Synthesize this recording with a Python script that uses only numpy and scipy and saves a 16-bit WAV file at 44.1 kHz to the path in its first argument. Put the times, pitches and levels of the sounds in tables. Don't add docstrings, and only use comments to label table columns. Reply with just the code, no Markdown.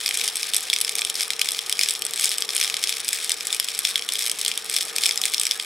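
import sys
import numpy as np
from scipy import signal
from scipy.fft import irfft
from scipy.io import wavfile

SR = 44100
rng = np.random.default_rng(int(sys.argv[2]) if len(sys.argv) > 2 else 0)


def volts(x):
    e = np.asarray(x, float) / 20
    return 10 ** e


def unload_wav(signal):
    wavfile.write(
        sys.argv[1],
        SR,
        np.round(np.clip(np.atleast_2d(signal).T, -1, 1) * 32767).astype(np.int16),
    )


N = 249157


def rms_one(x):
    return x / np.sqrt(np.mean(x ** 2) + 1e-20)


def in_time(rows):
    s, value = np.transpose(rows)
    return np.interp(np.arange(N) / SR, s, value)


def at_hz(points, hz):
    point_hz, value = np.transpose(points)
    return np.interp(np.log(hz), np.log(point_hz), value)


def drift(rate):
    r = np.exp(-80 * np.pi * rate / SR)
    slow = signal.lfilter([1], [1, -2 * r, r * r], rng.standard_normal(N // 40 + 2002))
    slow = slow[2000:]
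    return np.interp(np.arange(N) / 40, np.arange(len(slow)), rms_one(slow))


def workshop(x):
    t60_s = 0.2
    size = 1 << 14
    hz = np.arange(size // 2 + 1) * SR / size
    t60 = t60_s / (1 + hz / 9000)
    lags = rng.uniform(0.003, 0.01, (2, 6, 1))
    loop = volts(-60 * lags / t60) * np.exp(-2j * np.pi * hz * lags)
    signs = (-1.) ** np.arange(6)[:, None]
    response = np.sum(loop / (1 - loop) * signs, axis=1)
    return signal.fftconvolve(x[None], irfft(response, size), axes=1)[:, :N]


# frequency in Hz, level in dB per Hz.
MOTOR_SPECTRUM = [(30, -15.5), (130, -9), (290, -5.5), (450, -4), (600, -4.5), (1000, -6), (1700, 0.5),
                  (3500, -0.5), (6000, -23), (11500, -33), (13000, -34), (16000, -26)]
# frequency in Hz, left-right likeness (1 is the same in both).
LIKENESS = [(60, -0.031), (125, -0.075), (300, -0.23), (600, 0.28), (1200, 0.64), (4000, 1), (14000, 0.97)]


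def motor_noise():
    noise = np.zeros((2, N))
    edges = 22 * 2 ** np.arange(0, 10, 0.5)
    white = rng.standard_normal((2, 2, N))
    for k, (low, high) in enumerate(zip(edges, edges[1:])):
        centre = np.sqrt(low * high)
        band = signal.butter(2, [low, high], "band", fs=SR, output="sos")
        mid, side = signal.sosfilt(band, white[k % 2])
        alike = np.clip(at_hz(LIKENESS, centre), -1, 1)
        gain = volts(at_hz(MOTOR_SPECTRUM, centre) + 3.2 * drift(27))
        noise += gain * (np.sqrt(1 + alike) * mid + np.sqrt(1 - alike) * side * [[1], [-1]])
    return volts(-42.5) * rms_one(noise)


def tooth_whine():
    whine_hz, whine_db = 5466, -45.5
    cycles = np.cumsum(whine_hz * (1 + 0.00052 * drift(3.7))) / SR
    return volts(whine_db + drift(25)) * np.sin(2 * np.pi * cycles)


# time in seconds, level in dB.
HUM_LEVEL = [(0.0, -57.5), (0.08, -51), (0.17, -54), (0.25, -48.5), (0.3, -55), (0.66, -55.5),
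             (0.96, -51.5), (1.9, -54), (2.0, -53.5), (2.71, -50.5), (2.97, -54.5), (3.55, -53.5),
             (3.65, -60), (3.7, -54.5), (4.44, -55.5), (5.0, -50), (5.65, -55.5)]
# centre in Hz, width in Hz, level in dB.
GEAR_BANDS = [(206.5, 10, -18), (246.2, 9, -19), (369.4, 15, -10), (453, 92, -2), (772, 95, -1),
              (1222, 107, 3)]
# frequency in Hz, level in dB.
MOTOR_TONES = [(419, -3), (464, .5)]


def gear_hum():
    hum = np.zeros((2, N))
    for hz, width_hz, level_db in GEAR_BANDS:
        r = np.exp(-np.pi * width_hz / SR)
        poles = [1, -2 * r * np.cos(2 * np.pi * hz / SR), r * r]
        mid, side = signal.lfilter([1, 0, -1], poles, rng.standard_normal((2, N)))
        hum += volts(level_db) * rms_one(mid + 0.41 * side * [[1], [-1]])
    turns = np.cumsum(1 + 0.007 * drift(2.9)) / SR
    for hz, level_db in MOTOR_TONES:
        phase = 2 * np.pi * hz * turns + np.array([[0.3], [-0.3]])
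        hum += volts(level_db + 1.9 * drift(9)) * np.sin(phase)
    return volts(in_time(HUM_LEVEL)) * hum * volts([[0.6], [-0.6]])


def drill():
    return gear_hum() + tooth_whine() + motor_noise()


# time in seconds, level in dB.
THUMPS = [
    (1.05, -52),
    (2.84, -60),
    (3.085, -53.5),
    (3.6, -53.5),
]


def thumps():
    out, t = np.zeros(N), np.arange(900) / SR
    for s, peak_db in THUMPS:
        start = int(s * SR)
        out[start:start + len(t)] += volts(peak_db) * t / 0.001 * np.exp(1 - t / 0.0019)
    return out


# time of the peak in seconds, patter level in dB, half length in seconds.
SLIDES = [(0.0, -38, 0.13), (0.214, -32, 0.077), (0.49, -36.5, 0.14), (0.906, -43.5, 0.11),
          (1.218, -33.5, 0.048), (1.497, -35, 0.076), (1.844, -32, 0.067), (2.25, -30, 0.099),
          (2.462, -44.5, 0.027), (2.624, -34, 0.088), (2.89, -37, 0.11), (3.175, -34, 0.088),
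          (3.532, -37, 0.043), (3.723, -38, 0.032), (3.872, -33.5, 0.068), (4.195, -31.5, 0.079),
          (4.49, -41, .05), (4.799, -32, 0.074), (5.062, -27.5, 0.055), (5.261, -31.5, 0.022),
          (5.434, -40, 0.095)]


def sliding_db():
    resting_db = -38
    t = np.arange(0, N + 64, 64) / SR
    s, peak_db, half_s = np.transpose(SLIDES)[..., None]
    swell = volts(resting_db) + np.sum(volts(peak_db) * np.exp(-((t - s) / half_s) ** 2), axis=0)
    return np.interp(np.arange(N) / SR, t, 20 * np.log10(swell))


# frequency in Hz, scatter as a share of it, t60 in seconds, level in dB.
RINGS = [(1716, 0.054, 0.018, -39), (2309, 0.056, 0.015, 0), (3392, 0.057, 0.016, -0.5),
         (4390, 0.076, 0.017, -5), (5233, 0.039, 0.015, 1.5), (6390, 0.1, 0.018, -3),
         (8163, 0.037, 0.016, 0), (9420, 0.073, 0.015, -2), (11190, 0.046, 0.015, -4),
         (13800, 0.1, 0.021, -24), (14600, 0.044, 0.0075, -14)]


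def strike(times, family_db, clean, lead_s, ring=1):
    out = np.zeros((2, N))
    at = np.minimum((times * SR).astype(int), N - 1)
    signs = rng.choice([-1, 1], (len(at), len(RINGS)))
    white = rng.standard_normal((2, 2, N))
    for k, (hz, scatter, t60, level_db) in enumerate(RINGS):
        blow = volts(family_db[:, k] + level_db)
        sizes, cracks = np.full(N, 1e-12), np.zeros(N)
        np.add.at(sizes, at, blow)
        np.add.at(cracks, at, blow * signs[:, k])
        tail = signal.lfilter([1], [1, -volts(-60 / (ring * t60 * SR))], sizes)
        lead = 0.5 * signal.lfilter([0, 1], [1, -np.exp(-1 / (lead_s * SR))], sizes[::-1])[::-1]
        reach = SR / (8 * scatter * hz)
        mid, side = white[k % 2] * (tail + lead) * np.sqrt(reach)
        side = side * (0.05 + 0.98 * (hz / 14000) ** 2)
        drive = mid + clean * reach * cracks + side * [[1], [-1]]
        edges = [hz * (1 - 1.44 * scatter), hz * (1 + 2.24 * scatter)]
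        out += signal.sosfilt(signal.butter(2, edges, "band", fs=SR, output="sos"), drive)
    return out * volts([[0.5], [-0.5]])


# level in dB, in the order of the ring families.
PATTER_DB = [-15, -7.5, -3, -3, -3.5, -2, -4.5, -0.5, -9.5, -11.5, -24]


def patter(slide_db, per_s, uneven_db):
    times = rng.random(int(per_s * N / SR)) * N / SR
    size_db = uneven_db * np.minimum(rng.exponential(1, (len(times), 1)), 2.5)
    ring_level_db = np.transpose(RINGS)[3]
    colour_db = rng.normal(0, 1.9, (len(times), len(RINGS))) + PATTER_DB - ring_level_db
    ticks = strike(times, size_db + colour_db, clean=2.3, lead_s=0.00012, ring=0.95)
    return volts(slide_db + 1.37) * rms_one(ticks)


def pings(times, family_db, count, size):
    out = np.zeros(N + size)
    t = (np.arange(size) - 30) / SR
    hz, scatter, t60, level_db = np.repeat(np.transpose(RINGS), count, axis=1)[:, :, None]
    pitch, strength, lag = np.moveaxis(rng.random((len(times), len(hz), 3)), -1, 0)[..., None]
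    decay_db = -60 * np.maximum(t, 0) / (0.57 * t60) + 65000 * np.minimum(t, 0)
    mode_db = np.repeat(family_db, count, axis=1)[..., None] + level_db + 5.1 * (strength - 1.5)
    mode_hz = hz * (1 + 1.5 * scatter * (2 * pitch - 1))
    modes = volts(mode_db + decay_db) * np.cos(2 * np.pi * mode_hz * t + 3.6 * (lag - 0.5))
    for start, push in zip((times * SR).astype(int) - 26, np.sum(modes, axis=1)):
        out[start:start + size] += push
    return out[:N]


SPOT_SCATTER_DB = 1.5
# start in seconds, upper ring in dB, middle and low ring in dB relative to the upper.
STONES = [(0.0609, -11.5, -2, 3.5), (0.1098, -16, 2, 2), (0.4306, -14.5, 4, 0), (0.7318, -15.5, 8, 2),
          (0.7625, -11, 0, -2), (0.9923, -14, -1.5, 2), (1.0186, -15, 3.5, 12.5), (1.208, -11, -7, -9),
          (1.3047, -11, 1.5, -4), (1.4144, -7, -5, -4), (1.7921, -8, -15, 1.5), (1.8121, -9, 0, 4.5),
          (1.8342, -7.5, -5, -1), (1.86, -19, 0, 0), (2.3163, -16.5, 5.5, 0.5), (2.6129, -7.5, 1.5, -1.5),
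          (2.6277, -16, 3, 0), (2.6459, -14.5, 5, 0), (2.6993, -12, -4, 1.5), (2.742, -14, 2, 1),
          (2.839, -10, 7.5, 1), (3.9573, -15.5, 12, -3), (4.4622, -15, 8, -9), (5.0581, -11, 3, -3),
          (5.0922, -13.5, -13, 0.5), (5.1103, -15.5, 6.5, -4), (5.3375, -11.5, -8, 0),
          (5.3448, -10, -3.5, 0), (5.4676, -11, -3, -1.5), (5.5985, -19.5, 10, 11)]
# start in seconds, upper ring in dB, middle ring in dB relative to the upper.
BOLTS = [(0.1424, -18, -7), (0.5359, -20, 11), (0.5455, -14.5, 3), (0.5687, -23, 8), (0.6999, -17, 7),
         (0.813, -15.5, 2), (1.0495, -18.5, 9), (1.0995, -17, 5.5), (1.6961, -19, 5.5), (1.908, -21.5, 7),
         (2.0211, -18.5, 3.5), (2.136, -20.5, 5), (2.2562, -16, -4), (2.2922, -22, -3), (2.383, -20.5, 1),
         (2.565, -16, -1), (3.0887, -16.5, 2), (3.2945, -16.5, 5.5), (3.599, -13.5, 7.5),
         (4.2234, -18.5, -1), (4.2638, -18.5, 3), (4.297, -17.5, 3), (4.315, -18.5, 3), (4.414, -18.5, 3),
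         (4.4494, -18.5, 5.5), (4.5763, -18, 2), (4.9629, -16.5, 1.5), (5.2377, -21.5, 12.5),
         (5.2547, -14, 2), (5.4137, -20.5, 3)]
# start in seconds, upper ring in dB, middle ring in dB relative to the upper.
PEBBLES = [(0.2783, -10.5, -3), (0.2857, -19, 6), (1.1549, -17.5, 3), (1.4168, -17.5, 11),
           (1.4879, -13.5, 2.5), (1.5906, -17, 6), (1.7259, -12.5, 1), (1.8873, -13.5, 5),
           (2.1965, -13.5, -4), (2.2438, -10.5, -9.5), (2.338, -27.5, 6), (2.4222, -16, 6),
           (2.5789, -17, 5), (2.638, -14.5, -9), (2.8935, -11.5, -4), (3.318, -10, 0), (3.5276, -10, 0),
           (3.8507, -9, 1), (4.0896, -15, 8), (4.1552, -15, 3), (4.2554, -19, 0), (4.4807, -10.5, -1),
           (4.7643, -10, 2), (4.8096, -15, 1), (5.0363, -11.5, 5.5), (5.0634, -10.5, 5),
           (5.1755, -14.5, -6), (5.2157, -13.5, -5), (5.3978, -10.5, 0), (5.5112, -12, 1.5)]
# start in seconds, upper ring in dB.
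KNOCKS = [(0.079, -14), (0.2139, -14), (0.4123, -25), (0.5554, -18.5), (0.73, -14), (0.8797, -16),
          (1.3342, -18), (1.3942, -15.5), (1.4494, -28), (1.4578, -16), (1.5474, -19.5), (1.9514, -18),
          (2.4911, -17), (2.5045, -17), (2.5593, -17), (2.6775, -19), (2.768, -16), (2.8731, -17),
          (2.9257, -17.5), (2.969, -20.5), (3.3056, -12.5), (3.408, -17.5), (3.686, -17), (3.994, -19),
          (4.0225, -19), (4.5157, -15), (4.9836, -13.5), (5.0465, -19), (5.381, -16.5), (5.5189, -17)]
# start in seconds, upper ring in dB.
WASHERS = [(0.0902, -17), (0.1731, -18), (0.3565, -19), (0.5652, -16.5), (0.7869, -17.5), (0.8479, -19),
           (0.8935, -18), (0.954, -20), (1.067, -35), (2.051, -22.5), (2.0655, -19.5), (2.6002, -20),
           (3.0023, -24), (3.0466, -27), (3.0814, -17), (3.1306, -18), (3.342, -25.5), (3.47, -19.5),
           (3.547, -18.5), (3.7904, -16), (3.979, -22), (4.122, -19), (4.1915, -19), (4.3917, -23.5),
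           (4.6976, -20.5), (4.7859, -21), (5.0544, -27), (5.3196, -29), (5.434, -18.5), (5.625, -27.5)]
# start in seconds, upper ring in dB.
CHIPS = [(0.369, -20), (0.644, -34), (0.7364, -15), (0.741, -27), (0.8035, -24), (0.8162, -20),
         (0.9843, -19.5), (0.9873, -29), (1.1998, -22), (1.2186, -22), (1.2329, -22), (1.5076, -23),
         (1.6627, -25.5), (1.8959, -20), (2.2398, -18), (2.8294, -22), (3.1392, -28), (3.2448, -21),
         (3.2642, -29), (3.5327, -25), (3.5648, -25), (3.645, -20), (3.749, -24), (3.8903, -24.5),
         (4.1358, -20), (4.2136, -26), (4.2727, -20), (4.7136, -23.5), (4.742, -20), (5.4535, -20)]


def drops(slide_db, count):
    kinds = [(STONES, -2.4, -4.5), (BOLTS, -5.5, 5.5), (PEBBLES, -9, -1),
             (KNOCKS, -4, -6), (WASHERS, -3, 5), (CHIPS, -4.5, 4)]
    listed = []
    for table, low_db, bright_db in kinds:
        for row in table:
            blow = np.pad(np.array(row, float), (0, 5 - len(row)))
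            listed.append(blow + [0, 0, 0, low_db, bright_db])
    listed = np.array(listed)
    listed[:, 3:] += SPOT_SCATTER_DB * rng.standard_normal((len(listed), 2))
    at = rng.integers(0, N, count)
    loose_db = -31.5 + 0.47 * (slide_db[at] - slide_db.mean())
    strays = np.column_stack([at / SR, loose_db, 0 * at, 0 * at - 5., 0 * at + 6.])
    strays[:, 1:] += 5 * np.clip(rng.standard_normal((count, 4)), -2, 1)
    return np.vstack([listed, strays]).T


def clacks(slide_db):
    s, upper_db, middle_db, low_db, bright_db = drops(slide_db, count=110)
    colour = [low_db, low_db, middle_db, middle_db / 2, 0 * s, bright_db / 2] + 5 * [bright_db]
    spot_db = SPOT_SCATTER_DB * rng.standard_normal((len(s), len(RINGS)))
    family_db = upper_db[:, None] + np.transpose(colour) + spot_db
    rough = strike(s, family_db, clean=0.068, lead_s=0.00045)
    return volts(-13.5) * rough + volts(-2.5) * pings(s, family_db, count=3, size=600)


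def scene():
    bounce_s, bounce_db, room_db = 0.00205, -31, -21.5
    slide_db = sliding_db()
    jar = clacks(slide_db) + patter(slide_db, per_s=600, uneven_db=4.0)
    jar = signal.sosfilt(signal.butter(3, 1500, "high", fs=SR, output="sos"), jar)
    lag = int(bounce_s * SR)
    bounce = volts(bounce_db) * np.array([np.roll(jar[0], lag), np.roll(jar[1], lag + 1)])
    near = (jar + bounce) * volts([[0.55], [-0.55]])
    return near + volts(room_db) * workshop(jar.mean(axis=0)) + drill() + thumps()


def roll_off(x):
    return signal.sosfilt(signal.butter(12, 15850, fs=SR, output="sos"), x)


def record(dry):
    bent = np.tanh(dry) - dry
    rounded = dry + signal.sosfilt(signal.butter(2, 500, "high", fs=SR, output="sos"), bent)
    mix = signal.sosfilt(signal.cheby2(10, 50, 16800, fs=SR, output="sos"), rounded)
    return roll_off(mix)


dry = scene()
out = record(dry)
unload_wav(out)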